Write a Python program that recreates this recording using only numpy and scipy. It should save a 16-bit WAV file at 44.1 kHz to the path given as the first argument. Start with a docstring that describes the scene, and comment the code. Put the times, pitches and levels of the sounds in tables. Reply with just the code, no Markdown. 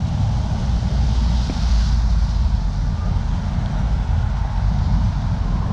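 """Traffic on a wet cobbled avenue

From the middle of the road: a diesel van passes close to the microphone, then a large car, each
drone sinking as it goes by. Tyres drum on the setts, roar in their tread and throw up hissing spray.
A wheel knocks on a stone now and then, the van's cargo box booms and a brake whines further off.
The recorder's limiter holds down the heavy bass."""
import sys
import numpy as np
from scipy import signal
from scipy.fft import rfft, irfft, next_fast_len
from scipy.io import wavfile
from scipy.ndimage import uniform_filter1d, minimum_filter1d, map_coordinates

SR = 44100
rng = np.random.default_rng(int(sys.argv[2]) if len(sys.argv) > 2 else 0)


def output_pcm(signal):
    """Save a mono or channel-first signal as 16-bit PCM at the path in sys.argv[1].

    Samples are clipped to [-1, 1] before scaling.
    """
    pcm = np.clip(np.atleast_2d(signal).T, -1, 1) * 32767
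    wavfile.write(sys.argv[1], SR, np.round(pcm).astype(np.int16))


N = 252604


def amp(db):
    """Decibels to gain."""
    return 10 ** (np.asarray(db) / 20)


def unit(x):
    """x scaled to rms 1."""
    return x / np.sqrt(np.mean(x ** 2) + 1e-20)


def since(s):
    """Seconds after s, for each sample."""
    return np.arange(N) / SR - s


def swell(s, half_length):
    """A bell of height 1 around time s."""
    return np.exp(-(since(s) / half_length) ** 2)


def passing(s, approach, leave):
    """Level in dB of a source going by: 0 at time s, falling with distance on either side."""
    t = since(s)
    return -10 * np.log10(1 + (t / np.where(t < 0, approach, leave)) ** 2)


def curves(rows):
    """One value per sample for each column after the time."""
    s, *cols = np.transpose(rows)
    return [np.interp(np.arange(N) / SR, s, c) for c in cols]


def wobble(rate):
    """A smooth random curve, rate knots a second."""
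    return map_coordinates(rng.standard_normal(int(N * rate / SR) + 4), [np.arange(N) * rate / SR])


def filtered(x, response):
    """x through a frequency response."""
    m = next_fast_len(N + SR // 2)
    return irfft(rfft(x, m) * response(np.fft.rfftfreq(m, 1 / SR)), m)[:N]


def coloured(x, spectrum):
    """x shaped by (Hz, dB) points, at rms 1."""
    f, db = np.transpose(spectrum)
    return unit(filtered(x, lambda hz: amp(np.interp(np.log(hz + 1), np.log(f), db))))


def impacts(rate, spread_db):
    """Random tiny blows of uneven size, rate a second, at rms 1."""
    at = np.flatnonzero(rng.random(N) < rate / SR)
    size, side = rng.standard_normal(N)[at], rng.random(N)[at]
    return unit(np.bincount(at, np.sign(side - .5) * amp(spread_db * np.clip(size, -2.5, 2.5)), N))


def patchy(depth_db):
    """Noise whose colour shifts in random patches as the road surface changes."""
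    bins = signal.stft(rng.standard_normal(N), nperseg=1024)[2]
    field = uniform_filter1d(rng.standard_normal(bins.shape), size=4, axis=0)
    field = uniform_filter1d(field, size=10, axis=1)
    return unit(signal.istft(bins * amp(depth_db * unit(field)), nperseg=1024)[1][:N])


def traffic(far_roar_db, far_swish_db, far_spray_db):
    """Levels in dB of roar, swish and spray at the microphone: passing tyres over the far traffic."""
    # Next lane, van front, van rear, large car head on, then alongside, the car behind it.
    # Each row: loudest moment, approach and leave in seconds, then roar, swish and spray in dB.
    passes = [(.27, 0.28, 0.73, -40.5, -55.5, -49), (1.799, 0.83, 0.16, -43, -44, -44),
              (2.32, 0.45, .1, -46, -50.5, -55.5), (3.76, 0.57, 0.27, -42, -45, -51.5),
              (4.42, 0.23, 0.71, -42, -46.5, -63), (5.6, 0.93, 0.97, -39, -50, -61)]
    power = amp([[far_roar_db], [far_swish_db], [far_spray_db]]) ** 2
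    for s, approach, leave, *levels in passes:
        power = power + amp(np.array(levels)[:, None] + passing(s, approach, leave)) ** 2
    return 10 * np.log10(power)


def cobbles(body_db=-23, even_setts_db=-49.5):
    """Countless blows on the setts shake the car bodies, drum in the tyres and slap the tread."""
    # Spectra of body, tyre carcass and slap. Each row: frequency in Hz, relative level in dB.
    body_spectrum = [(12, -32.5), (24, -6.5), (31, -11), (40, -1), (65, -3), (80, -0.5), (100, -1.5),
                     (130, -5), (165, -13), (220, -21), (400, -86)]
    carcass_spectrum = [(70, -43), (120, -6.5), (155, -2.5), (210, -4), (245, -12.5), (300, -20.5),
                        (380, -39.5), (700, -79.5)]
    slap_spectrum = [(150, -34.5), (290, -6.5), (360, 0), (440, 0.5), (560, -0.5), (700, -4), (1100, -19.5),
                     (3000, -58.5)]
    # Drumming in the carcasses. 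Each row: time in seconds, level in dB.
    drumming = [(0, -25.5), (.35, -27), (1.47, -28), (1.6, -30), (2.7, -32.5), (3.75, -27.5), (4.35, -37),
                (4.8, -27.5), (5.73, -27)]
    # A wheel clatters over uneven setts. Each row: time and half length in seconds, level in dB.
    patches = [(0.574, 0.11, -41.5), (0.995, 0.22, -43.5), (3.1, 0.078, -43.5), (3.828, 0.38, -46.5),
               (4.824, 0.072, -48), (5.694, 0.25, -40.5)]
    # A near vehicle screens the other lanes. Each row: time and half length in seconds, loss in dB.
    shadows = [(2.1, 0.21, 1), (4.52, 0.087, 4), (5.08, 0.11, 4)]
    carcass_db, = curves(drumming)
    shaken_db = body_db + .15 * (carcass_db - carcass_db.mean()) + 1.2 * wobble(9.9)
    body = amp(shaken_db) * coloured(impacts(rate=1500, spread_db=4), body_spectrum)
    carcass = amp(carcass_db) * coloured(impacts(rate=900, spread_db=3), carcass_spectrum)
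    slap_power = amp(even_setts_db) ** 2 + sum(amp(db) ** 2 * swell(s, half) for s, half, db in patches)
    shadow_db = sum(loss_db * swell(s, half) for s, half, loss_db in shadows)
    slap = coloured(impacts(rate=600, spread_db=0.5), slap_spectrum)
    return body + carcass + np.sqrt(slap_power) * amp(-shadow_db) * slap


def tread(roar_db, relative_hum_db=-7.5):
    """Air pumped from the grooves roars between tyre and road; the tread blocks hum in snatches."""
    # Spectra before the glide. Each row: frequency in Hz, relative level in dB.
    roar_spectrum = [(300, -29), (440, -17.5), (530, -8.5), (640, -1), (840, -1), (960, 0), (1120, -8),
                     (1400, -14.5), (2200, -35.5), (5000, -71.5)]
    hum_spectrum = [(520, -51.5), (640, -19.5), (780, -8), (860, 0.5), (930, -8), (1020, -23.5),
                    (1250, -60.5)]
    # Pitch follows the nearest tyres' speed. Each row: time in seconds, Hz (used against its mean).
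    pitch = [(0, 772.7), (1.4, 800.6), (1.8, 866.7), (2.3, 876.2), (2.75, 800.1), (3.8, 817), (4.7, 838.6),
             (5.73, 920.3)]
    # A near tyre sings out. Each row: time and half length in seconds, rise of the hum in dB.
    snatches = [(0.244, 0.085, 10), (3.818, 0.072, 9), (4.478, 0.24, 4.5)]
    hz, = curves(pitch)
    glide = uniform_filter1d(hz, size=SR // 4) * (1 + 0.01194 * wobble(7))
    position = np.cumsum((glide / glide.mean()) ** .9)
    rolling = lambda x: unit(map_coordinates(x, [position], mode="mirror"))
    roar = rolling(coloured(patchy(depth_db=1.5) + .5 * impacts(rate=490, spread_db=2), roar_spectrum))
    hum = rolling(amp(1.3 * wobble(18)) * coloured(rng.standard_normal(N), hum_spectrum))
    sung_db = sum(rise_db * swell(s, half) for s, half, rise_db in snatches)
    return amp(roar_db) * (roar + amp(relative_hum_db + sung_db) * hum)


def water(swish_db, spray_db):
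    """Water swishes from under the tyres and flies off as droplets; big ones tick on the stones."""
    # Spectra of film, droplets and big drops. Each row: frequency in Hz, relative level in dB.
    swish_spectrum = [(600, -24.5), (1100, -3.5), (1450, 5), (1750, -1.5), (2200, -3.5), (2800, -12.5),
                      (4000, -9), (7000, -35.5), (12000, -70.5)]
    spray_spectrum = [(1500, -15), (2600, -3.5), (3100, 2), (4000, -3.5), (5000, -4), (5900, -3),
                      (7000, -11), (8200, -17), (9800, -24.5), (11200, -44.5), (12400, -42.5), (15500, -59)]
    spatter_spectrum = [(2000, -22), (3500, -8.5), (5500, 7), (8000, -3.5), (10000, -19), (12500, -24.5),
                        (15500, -40.5)]
    film = patchy(depth_db=0.94) + 0.28 * impacts(rate=600, spread_db=8)
    swish = amp(swish_db) * coloured(film, swish_spectrum)
    droplets = patchy(depth_db=2) + 0.5 * impacts(rate=1400, spread_db=4)
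    spray = amp(spray_db + 0.9 * wobble(35)) * coloured(droplets, spray_spectrum)
    spatter = amp(spray_db - 19) * coloured(impacts(rate=67, spread_db=5), spatter_spectrum)
    return swish + spray + spatter


def tyre_rings():
    """Rough stretches set a tyre ringing, low in its air cavity or high in its grooves."""
    # Each row: time and half length in seconds, centre and half width in Hz, level in dB.
    resonances = [(.25, 0.16, 109, 26, -21.5), (1.0, 0.19, 132, 24, -25), (1.427, 0.11, 115, 11, -30.5),
                  (3.802, 0.2, 1400, 120, -49), (4.268, .1, 1410, 56, -47), (4.998, 0.35, 102.6, 10, -28.5)]
    out = np.zeros(N)
    for s, half, centre_hz, width_hz, db in resonances:
        blows = impacts(rate=900, spread_db=3)
        ring = filtered(blows, lambda hz: np.exp(-((hz - centre_hz) / width_hz) ** 2 / 2))
        out += amp(db) * swell(s, half) * unit(ring)
    return out


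def knocks(thud_gain_db=-8.5):
    """A wheel hits a stone or flicks grit: a sharp wet click and a short dull thud."""
    # Each row: start in seconds, relative levels of thud and click in dB, click centre in Hz.
    blows = [(.546, -29, -30, 681), (.572, -36, -29, 880), (1.498, -3.5, -27, 2800),
             (3.660, -49, -26.5, 4150), (4.448, -45, -24.5, 870)]
    # Modes of stone and wheel. Each row: frequency in Hz, relative level in dB, seconds to fall 60 dB.
    modes = [(269, -2, 0.057), (338, -3, 0.023), (463, -3.5, 0.017), (616, -11, 0.041)]
    # Each row: multiple of the click's centre, relative level in dB.
    click_spectrum = [(.2, -26), (.6, -1.5), (.85, 14.5), (1.15, 7.5), (1.45, -10.5), (2, -25.5), (5, -48),
                      (12, -91)]
    out, t = np.zeros(N), np.arange(SR // 4) / SR
    thud = sum(amp(db - 60 * t / t60) * np.sin(2 * np.pi * hz * t) for hz, db, t60 in modes)
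    thud *= 1 - np.exp(-t / 0.0008)
    for s, thud_db, click_db, click_hz in blows:
        noise = coloured(rng.standard_normal(N), [(click_hz * k, db) for k, db in click_spectrum])
        cycles = t * click_hz  # low clicks ring longer
        click = amp(-1.8 * cycles) * (1 - np.exp(-3 * cycles)) * noise[:len(t)]
        out[round(s * SR):][:len(t)] += amp(thud_db + thud_gain_db) * thud + amp(click_db) * click
    return out


def exhaust(hz, db, second_db, third_db, throb_db, drift):
    """Firing pulses, muffled to their lowest three harmonics and slightly uneven."""
    phase = 2 * np.pi * np.cumsum(hz * (1 + drift * wobble(9))) / SR
    tone = np.sin(phase) + amp(second_db) * np.sin(2 * phase) + amp(third_db) * np.sin(3 * phase)
    return unit(tone) * amp(db + throb_db * wobble(10))


def engines():
    """Van and car swell and sink in pitch as they pass; a third engine drones further off."""
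    # Van, then car. Each row: loudest moment, approach and leave in seconds, level in dB.
    passes = [(1.9, 0.51, 0.39, -15), (4.72, 0.47, 0.48, -21.5)]
    # Firing rates as heard. Each row: time in seconds, rate in Hz.
    van_rate = [(0, 57.8), (.8, 58.95), (1.36, 58.86), (1.65, 55.3), (2.03, 54.75), (2.17, 52.6),
                (2.38, 50.98), (2.52, 48.14), (2.75, 44.54), (3.6, 43.18)]
    car_rate = [(3.2, 54.34), (4.7, 51.83), (5.3, 47.45), (5.73, 46.6)]
    # The far engine's short swells. Each row: time in seconds, pitch in Hz, level in dB.
    drone = [(2.7, 81.4, -40), (3.15, 84.55, -23), (3.4, 81.43, -48), (3.85, 75.8, -34.5),
             (4.15, 80.66, -19), (4.4, 79.3, -35), (4.8, 76.8, -61)]
    van_db, car_db = [db + passing(s, approach, leave) for s, approach, leave, db in passes]
    van_db -= 11.5 * swell(1.545, 0.1)  # the van's drone dips briefly
    van = exhaust(*curves(van_rate), van_db, second_db=-29.5, third_db=-29.5, throb_db=1.9, drift=0.0086)
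    car = exhaust(*curves(car_rate), car_db, second_db=-19, third_db=-16.5, throb_db=3, drift=0.0276)
    far = exhaust(*curves(drone), second_db=-28.5, third_db=-27, throb_db=1.5, drift=0.017)
    return van + car + far


def plumes(beaming=1.24, screening_s=0.17, mist_db_per_s=7.5):
    """Spray flung right by the microphone swells, is screened by the vehicle's side and settles."""
    # Each row: time in seconds, level in dB, rise in seconds before beaming, screening loss in dB.
    wheels = [(1.86, -37.5, 0.52, 5.5), (2.4, -50, 0.15, 8), (4.85, -48, 0.18, -0.5)]
    # Close spray. Each row: frequency in Hz, relative level in dB.
    spectrum = [(2000, -26), (2900, -10), (3700, -0.5), (4900, 1), (5900, -4.5), (7000, -14.5),
                (8200, -27.5), (10000, -29.5), (11400, -44.5), (12500, -33.5), (15500, -47.5)]
    drops = patchy(depth_db=0.5) + 0.59 * impacts(rate=1700, spread_db=6.5)
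    power = np.zeros(N)
    for s, db, rise, screen_db in wheels:
        after = np.maximum(since(s), 0)
        approach_db = beaming * passing(s, rise, np.inf)  # thrown forward, so it swells faster
        loss_db = screen_db * np.minimum(after / screening_s, 1) + mist_db_per_s * after
        power += amp(db + approach_db - loss_db) ** 2
    return np.sqrt(power) * amp(0.76 * wobble(45)) * coloured(drops, spectrum)


def cargo_boom():
    """Blows from the setts make the van's hollow cargo box boom."""
    # Each row: time in seconds, level in dB.
    levels = [(1.58, -39), (1.7, -16.5), (1.86, -27), (2.05, -29), (2.25, -19), (2.4, -21), (2.53, -14),
              (2.7, -69.5)]
    # The box's resonance. Each row: frequency in Hz, relative level in dB.
    spectrum = [(40, -42.5), (58, -16), (66, 14.5), (73, 17), (100, -28.5), (200, -87)]
    db, = curves(levels)
    return amp(db) * coloured(impacts(rate=1200, spread_db=-2.5), spectrum)


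def hollowed(hiss, half_width_hz=480):
    """One band of the hiss fades as the van's side goes by, and again behind it."""
    # Each row: time and half length in seconds, centre in Hz, share lost from 0 to 1.
    hollows = [(2.029, 0.23, 3120, 0.48), (2.77, 0.27, 3020, 0.45)]
    band = lambda centre: filtered(hiss, lambda hz: np.exp(-((hz - centre) / half_width_hz) ** 2))
    return hiss - sum(share * swell(s, half) * band(centre) for s, half, centre, share in hollows)


def brake():
    """Further off, a pad sings unsteadily on its wet disc; street echoes smear its note."""
    # Each row: time in seconds, pitch in Hz, level in dB.
    whine = [(2.7, 1144, -57), (2.9, 1179, -49.5), (3.08, 1205, -44), (3.2, 1244, -52), (3.35, 1174, -73),
             (3.57, 1190, -46), (3.75, 1090, -79)]
    hz, db = curves(whine)
    phase = 2 * np.pi * np.cumsum(hz * (1 + 0.01183 * wobble(90))) / SR
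    smeared = wobble(60) * np.sin(phase) + wobble(60) * np.cos(phase)
    return amp(db) * unit(smeared)


def scene():
    """The avenue from one microphone in the middle of the road."""
    roar_db, swish_db, spray_db = traffic(far_roar_db=-45, far_swish_db=-50.5, far_spray_db=-52)
    rolling = cobbles() + cargo_boom() + tyre_rings() + tread(roar_db)
    hiss = hollowed(water(swish_db, spray_db) + plumes())
    return (rolling + hiss + engines() + brake() + knocks())[None]


def limited(x, ceiling_db, hold_s):
    """The gain dips smoothly around every peak that would pass the ceiling."""
    span = max(int(hold_s * SR), 2)
    needed = np.minimum(1, amp(ceiling_db) / (np.abs(x) + 1e-9))
    return x * uniform_filter1d(minimum_filter1d(needed, span), span)


def record(dry):
    """The recorder limits only the bass and keeps nothing above its band limit."""
    crossover_hz, top_hz = 300, 15700
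    sound = dry[0] * signal.windows.tukey(N, .002)
    bass = filtered(sound, lambda hz: 1 / (1 + (hz / crossover_hz) ** 6))
    held = limited(bass, ceiling_db=-9.6, hold_s=.02)
    return filtered(held + sound - bass, lambda hz: hz < top_hz)[None]


dry = scene()
out = record(dry)
output_pcm(out)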